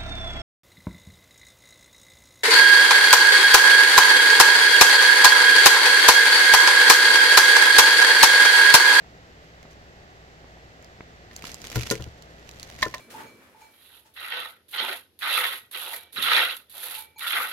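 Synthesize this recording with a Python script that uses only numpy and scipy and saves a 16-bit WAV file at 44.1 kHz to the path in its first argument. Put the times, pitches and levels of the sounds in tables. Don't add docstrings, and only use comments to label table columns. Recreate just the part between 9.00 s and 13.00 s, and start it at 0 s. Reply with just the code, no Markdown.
import sys
import numpy as np
from scipy import signal
from scipy.fft import rfft, irfft, next_fast_len
from scipy.io import wavfile
from scipy.ndimage import map_coordinates

SR = 44100
rng = np.random.default_rng(int(sys.argv[2]) if len(sys.argv) > 2 else 0)


def dump_mix(stems):
    frames = np.atleast_2d(stems).T
    limited = np.clip(frames, -1, 1)
    pcm = np.round(limited * 32767).astype(np.int16)
    wavfile.write(sys.argv[1], SR, pcm)


N = 176400
T = np.arange(SR // 2) / SR

# (frequency [Hz], level [dB])
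AIR_TONE = [(35, -8.5), (70, -2), (250, -8.5), (410, -7.5), (740, -7), (960, -15.5), (1700, -12.5),
            (1980, -11.5), (2250, -17), (4600, -22.5), (7600, -30.5), (9000, -44), (12500, -40.5),
            (16000, -47.5)]
# (pitch [Hz], level [dB])
FAN_HUM = [(61, -57.5), (120, -64.5), (161, -62.5)]
# (frequency [Hz], likeness [1 = the same])
ROOM_ALIKE = [(130, 0.91), (1400, 0.69), (3100, 0.064)]
NEAR_ALIKE = [(100, 0.96), (600, 1), (2000, -0.016), (6000, -0.028)]
# (frequency [Hz], left minus right [dB])
ROOM_SIDE = [(60, -1), (1000, 1), (6000, -4)]
NEAR_SIDE = [(70, 1.5), (250, 8.5), (1400, 1.5), (3500, -5.5), (6500, -6), (15000, -2)]
# (time [s], level [dB], pitch [Hz])
TAPS = [(0.043, -36, 795), (0.652, -33.5, 856), (1.443, -33.5, 845), (1.571, -38.5, 970),
        (2.0066, -25, 1750), (2.441, -25, 1380)]
# (time [s], level [dB], length [s], boosted pitch [Hz])
BRUSHES = [(0.402, -55, 0.53, 2100), (0.705, -51, 0.097, 6800), (2.755, -22, 0.046, 12800),
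           (2.9089, -14.5, 0.046, 9350), (3.8191, -23, 0.058, 5740)]
# (frequency [Hz], level [dB])
RASP_TONE = [(150, 6), (950, -8.5), (2000, 1), (6500, -5), (9000, -15), (13000, -12), (16000, -30)]
# (time [s], level [dB], pitch [Hz])
TICKS = [(0.6277, -41, 2100), (0.73, -50, 5900), (1.8245, -46, 6500), (1.844, -41, 5200),
         (2.3625, -25.5, 6800), (2.4219, -32.5, 2680), (2.44, -31, 2760), (2.4682, -31, 4780),
         (2.5157, -29, 4900), (2.5424, -25.5, 7400), (2.616, -31.5, 5050), (2.649, -31.5, 3670),
         (2.6688, -28, 3000), (2.700, -34, 5500), (2.7164, -31.5, 2350), (2.7574, -22, 1510),
         (2.7943, -29, 2240), (2.8091, -25, 2640), (2.831, -27.5, 2580), (2.868, -29, 3000),
         (2.9006, -15.5, 4430), (2.953, -26.5, 2210), (3.0065, -40.5, 3580), (3.022, -32, 3000),
         (3.04, -32.5, 2920), (3.222, -38, 4130), (3.49, -31.5, 2690), (3.5113, -36.5, 3970),
         (3.5964, -31.5, 4230), (3.6285, -27.5, 4290), (3.699, -33, 2030), (3.7878, -34.5, 2010),
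         (3.854, -34.5, 6230), (3.872, -37, 2100), (3.945, -24, 2140), (3.9804, -36, 3650)]
# (frequency [Hz], level [dB])
CLAW_TONE = [(1000, 7), (2200, 3), (7000, 9), (9000, 0), (13000, 2), (16000, 1)]
# (time [s], level [dB], boosted pitch [Hz])
KNOCKS = [(2.311, -38, 2230), (3.8265, -6, 1680), (3.85, -23.5, 1300), (3.94, -18.5, 1010)]
# (pitch [Hz], level [dB], ring time [s])
PLASTIC_NOTES = [(619, -18.5, 0.12), (1033, -17, 0.14), (1084, -7, 0.024), (1780, -17.5, 0.11),
                 (1875, 0, 0.021), (2083, -11.5, 0.041), (4030, -12.5, 0.023)]
# (time [s], level [dB])
SCRATCH_LEVELS = [(2.32, -56), (2.41, -52.5), (2.45, -39), (2.59, -52), (2.66, -43.5), (2.77, -37),
                  (2.93, -39.5), (2.98, -48.5), (3.12, -64.5), (3.45, -60), (3.63, -51), (3.72, -53),
                  (3.84, -41), (3.89, -49.5)]
# (time [s], level [dB], boosted pitch [Hz], ring time at 1 kHz [s])
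BUMPS = [(2.76, -16.5, 101, 0.077), (2.911, -21, 456, 0.11), (2.996, -24.5, 87, 0.061),
         (3.063, -28, 86, 0.045), (3.8625, -24.5, 397, 0.041)]
# (pitch [Hz], level [dB])
WALL_NOTES = [(70, -6.5), (120, -1), (190, -9.5), (328, -6.5), (424, -6), (462, -7), (535, -8),
              (1000, -5.5), (1420, 1), (1810, -2)]


def amp(db):
    return 10 ** (np.asarray(db) / 20)


def unit(x):
    return x / np.sqrt(np.mean(x ** 2) + 1e-20)


def along(points, hz):
    freqs, values = np.transpose(points)
    return np.interp(np.log(hz + 1), np.log(freqs + 1), values)


def fade(ring_s):
    return np.exp(-np.log(1000) * T / ring_s)


def hump(hz, centre, octaves):
    return np.exp(-.5 * (np.log2((hz + 1) / centre) / octaves) ** 2)


def pan(db):
    return amp(np.array([db, -db]) / 2)


def noise(size, tone_db, alike=NEAR_ALIKE, side=NEAR_SIDE):
    hz = np.fft.rfftfreq(size, 1 / SR)
    shared, apart = rfft(rng.standard_normal((2, size))) * amp(tone_db(hz))
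    angle = np.arccos(np.clip(along(alike, hz), -1, 1)) / 2
    shared, apart = shared * np.cos(angle), apart * np.sin(angle)
    pair = np.array([shared + apart, shared - apart])
    return unit(irfft(pair * pan(along(side, hz)), size))


def burst(shape, tone_db):
    return unit(noise(len(T), tone_db) * shape) * np.sqrt(np.mean(shape ** 2))


def note(hz, ring_s, spread, blur_hz):
    wander = np.cumsum(rng.standard_normal(len(T))) * np.sqrt(2 * np.pi * blur_hz / SR)
    phase = wander + spread * np.sqrt(hz / 1000) * np.array([[.5], [-.5]])
    return pan(along(NEAR_SIDE, hz))[:, None] * np.sin(2 * np.pi * hz * T + phase) * fade(ring_s)


def add(out, start, sound):
    i = round(start * SR)
    out[:, i:i + len(T)] += sound[:, :N - i]


def room(air_db=-49.5, left_lead_s=0.00031, waver=0.95, drifts_per_s=5):
    t = np.arange(N) / SR
    hum = np.zeros(N)
    for hz, db in FAN_HUM:
        drift = map_coordinates(rng.standard_normal(64), [t * drifts_per_s], mode="mirror")
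        hum += np.sqrt(2) * amp(db) * np.sin(2 * np.pi * hz * t + waver * drift)
    left, right = noise(N, lambda hz: along(AIR_TONE, hz), ROOM_ALIKE, ROOM_SIDE)
    return hum + amp(air_db) * np.array([left, np.roll(right, round(left_lead_s * SR))])


def taps(push_s=0.0013, puff_db=-5, ring_s=0.017):
    out = np.zeros((2, N))
    for start, db, pitch in TAPS:
        top_hz = 1.6 * pitch
        muffle = signal.butter(6, top_hz, fs=SR, output="sos")
        push = signal.sosfilt(muffle, (1 - T / push_s) * np.exp(-T / push_s))
        shape = (1 - np.exp(-T / push_s)) * fade(ring_s)
        puff = burst(shape, lambda hz: 10 * hump(hz, pitch, .5) - 20 * np.log10(1 + (hz / top_hz) ** 6))
        add(out, start, amp(db) * (push + amp(puff_db) * puff))
    return out


def brushes(rise_share=0.07, boost_db=8):
    out = np.zeros((2, N))
    for start, db, length, pitch in BRUSHES:
        shape = np.minimum(T / (rise_share * length), 1) * fade(length)
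        sweep = burst(shape, lambda hz: along(RASP_TONE, hz) + boost_db * hump(hz, pitch, 0.61))
        add(out, start, amp(db) * sweep)
    return out


def box_echo(sound, echo_db=-12, ring_s=0.07):
    echo = rng.standard_normal((2, len(T))) * fade(ring_s)
    echo /= np.linalg.norm(echo[0])
    return sound + amp(echo_db) * signal.fftconvolve(sound, echo, axes=1)[:, :N]


def ticks(gain_db=-3, boost_db=10, rise_s=0.0018, click_s=0.0077):
    out = np.zeros((2, N))
    rise = np.minimum(T / rise_s, 1) ** 3
    snap = rise * fade(click_s)
    for start, db, pitch in TICKS:
        click = burst(snap / snap.max(), lambda hz: along(CLAW_TONE, hz) + boost_db * hump(hz, pitch, 1))
        ring = rise * note(pitch, ring_s=0.0045, spread=0.16, blur_hz=58.3)
        add(out, start, amp(db + gain_db) * (click + ring / abs(ring).max()))
    return out


def knocks(rise_s=0.0014, crack_s=0.04, crack_db=-9):
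    out = np.zeros((2, N))
    rise = 1 - np.exp(-T / rise_s)
    for start, db, pitch in KNOCKS:
        ring = sum(amp(level) * (hump(hz, pitch, 0.92) + 0.36) * note(hz, ring_s, spread=0.79, blur_hz=12)
                   for hz, level, ring_s in PLASTIC_NOTES)
        crack = burst(fade(crack_s), lambda hz: along([(120, -13), (4000, 8.5), (9000, -13)], hz))
        add(out, start, amp(db) * rise * (ring + amp(crack_db) * crack))
    return out


def scratching(catches_per_s=550, scatter_db=5, grain_s=0.00091, slide=0.35):
    catches = rng.random(N) < catches_per_s / SR
    strengths = amp(scatter_db * np.clip(rng.standard_normal(N), -2, 2))
    grains = unit(signal.fftconvolve(catches * strengths, np.exp(-T / grain_s))[:N])
    rasp = noise(N, lambda hz: along(RASP_TONE, hz))
    level_db = np.interp(np.arange(N) / SR, *np.transpose(SCRATCH_LEVELS), left=-np.inf)
    return amp(level_db) * unit((grains + slide) * rasp)


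def bumps(rise_cycles=0.42, thud_db=-14, thud_top_hz=2000):
    out = np.zeros((2, N))
    for start, db, pitch, ring_s in BUMPS:
        def weight(hz):
            trim_ends = 1 + (hz / (pitch * 10)) ** 2 + (pitch / (4 * hz + 1)) ** 4
            return (hump(hz, pitch, 0.28) + 0.66) / trim_ends

        ring = 0
        for hz, level in WALL_NOTES:
            life_s = ring_s * (1000 / hz) ** 0.45
            ring += amp(level) * weight(hz) * note(hz, life_s, spread=1, blur_hz=3)
        thud = burst(fade(ring_s), lambda hz: 20 * np.log10(weight(hz) / (1 + (hz / thud_top_hz) ** 2)))
        rise = 1 - np.exp(-T * pitch / rise_cycles)
        add(out, start, amp(db) * rise * (ring + amp(thud_db) * thud))
    return out


def scene():
    return room() + box_echo(scratching() + ticks() + brushes()) + taps() + bumps() + knocks()


def record(dry):
    size = next_fast_len(N + SR // 2)
    kept = np.fft.rfftfreq(size, 1 / SR) < 16000
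    return irfft(rfft(dry, size) * kept, size)[:, :N]


dry = scene()
out = record(dry)
dump_mix(out)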